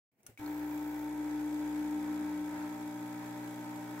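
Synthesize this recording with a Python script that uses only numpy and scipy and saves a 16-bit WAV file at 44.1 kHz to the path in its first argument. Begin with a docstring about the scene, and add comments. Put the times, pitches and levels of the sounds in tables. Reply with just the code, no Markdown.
"""Espresso machine starting in a kitchen

The brew lever rubs, clicks and thuds against its stop; a valve snaps, the vibratory pump starts
and a pipe ticks. The piston, stroking at mains rate, forces the steel case into vibration: it hums
(loudest at five times that rate), buzzes and rattles, and each stroke squirts a burst of hiss.
As pressure builds, the hum shifts from the case's boom to its other harmonics."""
import sys
import numpy as np
from scipy import signal
from scipy.fft import rfft, irfft
from scipy.io import wavfile

SR = 44100
rng = np.random.default_rng(int(sys.argv[2]) if len(sys.argv) > 2 else 0)


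def unload_audio(sound):
    """Save the sound as a 16-bit wav file, at the path given as the first command line argument."""
    columns = np.transpose(np.atleast_2d(sound))
    # keep every value between -1 and 1, then stretch to whole-number steps
    steps = np.round(np.clip(columns, -1, 1) * 32767)
    wavfile.write(sys.argv[1], SR, steps.astype(np.int16))


N = 176400
T = np.arange(N) / SR
STROKE_HZ, PUMP_ON_S = 60.017, 0.383
STROKE_RAD = 2 * np.pi * STROKE_HZ * T


def from_db(db):
    """Amplitude ratio of a level."""
    return 10 ** (np.asarray(db) / 20)


def unit_rms(x):
    """Normalisation to rms 1."""
    return x / np.sqrt(np.mean(x ** 2) + 1e-20)


def in_time(rows):
    """Linear interpolation in time."""
    return np.interp(T, *np.transpose(rows))


def at_hz(points, hz):
    """Interpolation in log frequency."""
    f, value = np.transpose(points)
    return np.interp(np.log(hz + 1), np.log(f), value)


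def pan(db):
    """Stereo gains for a left-right level difference."""
    return from_db(np.array([[db], [-db]]) / 2)


def decay(age, t60):
    """Exponential damping: 60 dB in t60 seconds."""
    return from_db(-60 * age / t60)


def run_up(rise_s):
    """Linear onset of the pump."""
    return np.clip((T - PUMP_ON_S) / rise_s, 0, 1)


def drift(corner_hz):
    """Random fluctuation: low-passed noise of rms 1."""
    hz = np.fft.rfftfreq(N // 10, 10 / SR)
    slow = irfft(rfft(rng.standard_normal(N // 10)) / (1 + (hz / corner_hz) ** 2))
    return np.interp(T, T[::10], unit_rms(slow))


# Left-right correlation of the sound field: f/Hz, coefficient
CORRELATION = [(60, 0.54), (300, 1), (600, 0.71), (1200, 0.081), (2300, 0.22), (5000, -0.098),
               (15000, 0.14)]
def noise(gain_at):
    """Partially coherent stereo noise of rms 1, shaped by gain_at(hz)."""
    hz = np.fft.rfftfreq(N, 1 / SR)
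    mid, side = rfft(rng.standard_normal((2, N)))
    alike = np.clip(at_hz(CORRELATION, hz), -1, 1)
    stereo = np.sqrt(1 + alike) * mid + np.sqrt(1 - alike) * side * [[1], [-1]]
    return unit_rms(irfft(gain_at(hz) * stereo, N))


def coloured(spectrum):
    """Filtered noise of rms 1; the table sets only its spectral shape."""
    return noise(lambda hz: from_db(at_hz(spectrum, hz)))


def struck(hits, modes, crack_db, crack_t60):
    """Impact excitation: each blow starts damped modes and a crack of noise."""
    out = np.zeros((2, N))
    for onset, db in hits:
        age = np.maximum(T - onset, 0)
        blow = from_db(crack_db) * decay(age, crack_t60) * rng.standard_normal((2, N))
        for hz, mode_db, t60 in modes:
            stereo_rad = (1 - at_hz(CORRELATION, hz)) * np.array([[1], [-1]]) * np.pi / 4
            blow += from_db(mode_db) * decay(age, t60) * np.sin(2 * np.pi * hz * age + stereo_rad)
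        out += from_db(db) * blow * (age > 0)
    return out


def kitchen(direct, t60=0.3, reverb_db=-12):
    """Reverberation: diffuse reflections, modelled as decaying noise, join the direct sound."""
    response = rng.standard_normal((2, SR // 2)) * decay(T[:SR // 2], t60)
    response /= np.sqrt(np.sum(response ** 2, axis=1, keepdims=True))
    return direct + from_db(reverb_db) * signal.fftconvolve(direct, response, axes=1)[:, :N]


# Rubbing envelope: t/s, level/dB
RUB_LEVEL = [(.11, -125), (.118, -84), (.17, -82), (.205, -68.5), (.22, -75), (.24, -70), (.3, -60),
             (.36, -76), (.45, -95), (.6, -130)]
# Rubbing spectrum: f/Hz, level/dB
RUB_SPECTRUM = [(30, -37), (100, 0), (380, -5), (800, -9.5), (1300, -18.5), (2300, -14), (3500, -27.5),
                (12000, -26.5), (16000, -17.5)]
def lever_rub():
    """Friction noise as the hand turns the lever."""
    return from_db(in_time(RUB_LEVEL)) * coloured(RUB_SPECTRUM)


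# Tick in the pipes: t/s, level/dB
PIPE_TICKS = [(.462, -51)]
# Pipe modes: f/Hz, relative level/dB, T60/s
PIPE_RING = [(3680, -8, .02), (4050, -9, .02), (4300, 3.5, 0.027), (4800, -5, 0.022)]
def pipe_tick():
    """Heavily damped free vibration of a pipe."""
    return struck(PIPE_TICKS, PIPE_RING, crack_db=-2, crack_t60=0.02)


# Snap of the valve: t/s, level/dB
VALVE_SNAPS = [(.3755, -52.5)]
# Valve modes: f/Hz, relative level/dB, T60/s
VALVE_RING = [(2272, 5, 0.059), (2480, -2, 0.053), (6150, -17, 0.037), (8000, -31, .03), (10960, -24, .025),
              (15200, -17, .03)]
def valve_snap():
    """Impulse response of the valve, which snaps as the pump starts."""
    return struck(VALVE_SNAPS, VALVE_RING, crack_db=-6, crack_t60=0.11)


# Blows to the body: t/s, level/dB
BODY_BLOWS = [(.292, -54.5), (.397, -48.5)]
# Body modes: f/Hz, relative level/dB, T60/s
BODY_RING = [(110, -2, 0.26), (165, -18, 0.072), (250, -6, 0.059), (413, -4, 0.074)]
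def body_thuds():
    """Low modes, excited as the lever meets its stop and as the pump jolts into motion."""
    return struck(BODY_BLOWS, BODY_RING, crack_db=-30, crack_t60=0.05)


# Snaps of the lever's cam: t/s, level/dB
CAM_SNAPS = [(0.2313, -64), (0.265, -41.5)]
# Click spectrum: f/Hz, level/dB
CLICK_SPECTRUM = [(800, -22), (2700, -17), (3900, -30), (5400, -13), (5950, 4), (6600, -7), (7200, -14.5),
                  (8000, -6), (8800, -1), (9450, -22), (10200, 8), (11400, -6), (12200, -5), (13400, -14),
                  (14200, -17), (15400, -21)]
# Spectrum of its tail in the room: f/Hz, level/dB
TAIL_SPECTRUM = [(500, -2), (2800, 3), (4000, -4), (6000, 0), (8500, 6), (9500, -8), (11000, 2),
                 (13000, -2), (15800, -8)]
def cam_clicks(burst_t60=0.028, tail_t60=0.3, tail_db=-21):
    """Broadband transients: the cam snaps over in bright bursts with faint reverberant tails."""
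    burst, tail = 0, 0
    for onset, db in CAM_SNAPS:
        age = np.maximum(T - onset, 0)
        burst += from_db(db) * (age > 0) * decay(age, burst_t60)
        tail += from_db(db + tail_db) * (age > 0) * decay(age, tail_t60)
    return burst * coloured(CLICK_SPECTRUM) + tail * coloured(TAIL_SPECTRUM)


# Lever modes: f/Hz, relative level/dB, T60/s
LEVER_RING = [(1430, -19.5, 0.12), (2780, -20, 0.07)]
def lever_ring():
    """Free vibration of the lever after each snap of its cam."""
    return struck(CAM_SNAPS, LEVER_RING, crack_db=-10, crack_t60=0.041)


# Spectral envelope of the piston's knock: f/Hz, level per harmonic/dB
KNOCK_SPECTRUM = [(1100, -90), (1400, -84), (1700, -78), (1900, -84.5), (1980, -69), (2100, -81),
                  (2220, -70), (2600, -87), (3000, -79)]
def piston_buzz():
    """A periodic knock has a line spectrum: high harmonics, each wavering in phase."""
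    out = 0
    for k in range(19, 48):
        phase = k * STROKE_RAD + 2 * np.pi * rng.random((2, 1)) + 0.5 * drift(1)
        out += from_db(at_hz(KNOCK_SPECTRUM, k * STROKE_HZ)) * np.sin(phase)
    return np.sqrt(2) * out * run_up(rise_s=0.023)


# Narrow resonances of the steelwork: f/Hz, gain/dB
STEEL_RESONANCES = [(3660, 2.5), (5930, 4), (6416, 8), (7579, 8), (8225, 3.5), (9862, 9), (11412, 1),
                    (12403, -2), (12661, 0), (15400, 4)]
def steelwork(hz, half_width_hz=72, ripple_db=4.4):
    """Frequency response of the steel: a few resonances over a dense random ripple."""
    grid_hz = np.arange(0, SR / 2, 55.0)
    ripple = np.interp(hz, grid_hz, rng.standard_normal(len(grid_hz)))
    peaks_db = sum(db / (1 + ((hz - centre) / half_width_hz) ** 2) for centre, db in STEEL_RESONANCES)
    return from_db(ripple_db * ripple + peaks_db)


# Water jet spectrum: f/Hz, level/dB
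WATER_SPECTRUM = [(1500, -7), (2800, 2), (3600, 3), (4300, 2), (5300, -0.5), (6300, 1), (7100, 0),
                  (7900, -2.5), (8700, -1.5), (9500, -4.5), (10700, 0.5), (12600, 0.5), (14300, -2),
                  (15800, -4.5)]
# Water jet envelope: t/s, level/dB
WATER_LEVEL = [(.4, -60), (.6, -59.5), (1.2, -59), (1.5, -57.5), (2.5, -58.5), (4, -58)]
# Spectrum of air driven out ahead of the water: f/Hz, level/dB
AIR_SPECTRUM = [(6000, -33), (10000, -27), (12300, 4.5), (14000, -1), (15600, 1.5)]
# Air envelope: t/s, level/dB
AIR_ENVELOPE = [(.4, -66), (.46, -57), (.75, -58), (1.04, -59.5), (1.12, -77), (1.5, -100)]
def jet_hiss(squirt_db=3.5, spread_db=1.6):
    """Pulsed flow noise: each stroke squirts water through the valve; at first air escapes too."""
    peak, rise, fall = 0.68, 0.11, 0.23  # fractions of a stroke
    cycle = STROKE_HZ * T - peak + 1 / 3
    offset = cycle % 1 - 1 / 3
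    stroke = np.floor(cycle).astype(int) + 1
    strength = from_db(squirt_db + spread_db * rng.standard_normal(N)[stroke])
    squirt = np.where(offset < 0, np.exp(-(offset / rise) ** 2), np.exp(-np.abs(offset) / fall))
    flow = noise(lambda hz: from_db(at_hz(WATER_SPECTRUM, hz)) * steelwork(hz))
    water = from_db(in_time(WATER_LEVEL)) * flow * pan(db=1.1)
    air = from_db(in_time(AIR_ENVELOPE)) * coloured(AIR_SPECTRUM) * pan(db=4)
    pulsation = unit_rms((1 + strength * squirt) * from_db(0.4 * drift(970)))
    return (water + air) * pulsation * run_up(rise_s=0.0067)


# Chatter spectrum: f/Hz, level/dB
CHATTER_SPECTRUM = [(25, -6), (50, -14), (100, 4), (180, -9), (400, -4), (700, -1.5), (1000, 9.5),
                    (1180, 0.5), (1550, 6), (1900, 4), (2120, -1.5), (2250, 1), (2550, -3.5), (2900, -13.5),
                    (4000, -11), (8000, -19)]
# Chatter envelope: t/s, level/dB
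CHATTER_LEVEL = [(.4, -54.5), (.75, -55), (1.0, -57), (1.25, -54.5), (1.5, -55), (1.95, -54), (2.15, -53),
                 (2.33, -52.5), (2.45, -56), (2.6, -51.5), (2.85, -57), (3.15, -56), (3.4, -54.5),
                 (3.75, -55.5), (4, -55.5)]
# Panel resonances: f/Hz, half-width/Hz, mean level/dB
PANEL_MODES = [(275, 64, -61.5), (313, 8.4, -58.5), (404, 75, -66), (589, 39, -63), (802, 13, -66.5),
               (900, 58, -60.5), (1280, 26, -71), (1624, 23, -70), (1953, 21, -71.5)]
def case_rattle(depth_db=3.5, width_strokes=0.22):
    """Contact noise: loose steel chatters once a stroke and keeps the panels resonating."""
    offset = (STROKE_HZ * T + 0.5) % 1 - 0.5
    pulse = np.exp(-(offset / width_strokes) ** 2)
    shake = unit_rms(from_db(depth_db * pulse + drift(6.7)))
    chatter = coloured(CHATTER_SPECTRUM) * shake
    panels = sum(from_db(db) * noise(lambda hz: 1 / (1 + ((hz - centre) / half_width) ** 2))
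                 for centre, half_width, db in PANEL_MODES)
    level_db = in_time(CHATTER_LEVEL)
    rattle = from_db(level_db) * chatter + from_db(level_db - level_db.mean()) * panels
    return rattle * run_up(rise_s=0.023)


# Boom of the case on the fourth harmonic: t/s, level/dB
FOURTH_LEVEL = [(.4, -89), (1.05, -91), (1.2, -72), (1.45, -67), (1.6, -59.5), (1.85, -56.5), (2.05, -53.5),
                (2.22, -50.5), (2.36, -65), (2.55, -59), (2.8, -55), (3.3, -56), (4, -56)]
# Boom on the fifth harmonic: t/s, level/dB
FIFTH_LEVEL = [(0.46, -38.5), (0.68, -37.5), (1.09, -39.5), (1.18, -37), (1.93, -35), (2.04, -37),
               (2.16, -35.5), (2.6, -39.5), (2.64, -37), (2.71, -42), (3.67, -44.5), (3.97, -44.5)]
# Back pressure on the pump: t/s, fraction of full pressure
BACK_PRESSURE = [(.4, 0), (1.05, 0), (1.6, 0.01), (2.2, 0.68), (2.6, 0.8), (3.05, 1), (4, 1)]
# Other harmonics: number, free-flow level/dB, full-pressure level/dB, pressure exponent, left-right/dB
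HARMONICS = [(1, -63.5, -77, 4, 5.5), (2, -60.5, -55.5, 12, -0.5), (3, -61.5, -56, 0.17, 0.5),
             (6, -62.5, -70, 2.4, -3), (7, -61.5, -63, 3, 3.5), (8, -67.5, -77.5, 3, -1),
             (9, -65.5, -67, 2.3, -4), (10, -72.5, -60.5, 0.67, 3.5), (11, -65.5, -68, 6, 3),
             (12, -72, -75.5, 1, -6), (13, -61, -59.5, 0.68, -12), (14, -71.5, -83.5, 0.33, -23),
             (15, -57, -57, 1, 3.5), (16, -69, -67, 0.35, -21.5), (17, -76, -78.5, 1.1, -10),
             (18, -80, -74.5, 0.66, 14), (21, -77.5, -70.5, 0.26, 2), (22, -67.5, -69, 6, 8),
             (25, -70, -68.5, 2, -1), (26, -72, -72.5, 1, 4)]
def case_hum():
    """Forced vibration at harmonics of the stroke rate; back pressure shifts their balance."""
    pressure = np.clip(in_time(BACK_PRESSURE), 1e-6, 1)
    left_lead_rad = np.array([[0.34], [0]])
    out = pan(db=2.5) * from_db(in_time(FIFTH_LEVEL) + 0.7 * drift(13)) * np.sin(5 * STROKE_RAD)
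    out += pan(db=-3) * from_db(in_time(FOURTH_LEVEL)) * np.sin(4 * STROKE_RAD)
    for k, free_db, full_db, exponent, pan_db in HARMONICS:
        khz = k * STROKE_HZ / 1000
        level_db = free_db + (full_db - free_db) * pressure ** exponent
        waver_db = (0.5 + 0.98 * khz) * drift(8.4)  # higher harmonics waver more
        phase = k * STROKE_RAD + 2 * np.pi * rng.random() + 0.18 * khz * drift(2.2)
        out += pan(pan_db) * from_db(level_db + waver_db) * np.sin(phase + left_lead_rad)
    return np.sqrt(2) * out * run_up(rise_s=0.061)


def scene():
    """Superposition of the starting transients and the running pump."""
    knocks = lever_ring() + body_thuds() + valve_snap() + pipe_tick()
    start = kitchen(knocks) + cam_clicks() + lever_rub()
    return start + case_hum() + piston_buzz() + case_rattle() + jet_hiss()


def record(dry):
    """Band limiting by a steep elliptic low-pass filter."""
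    cutoff_hz = 15750
    return signal.sosfilt(signal.ellip(12, 0.1, 80, cutoff_hz, fs=SR, output="sos"), dry)


dry = scene()
out = record(dry)
unload_audio(out)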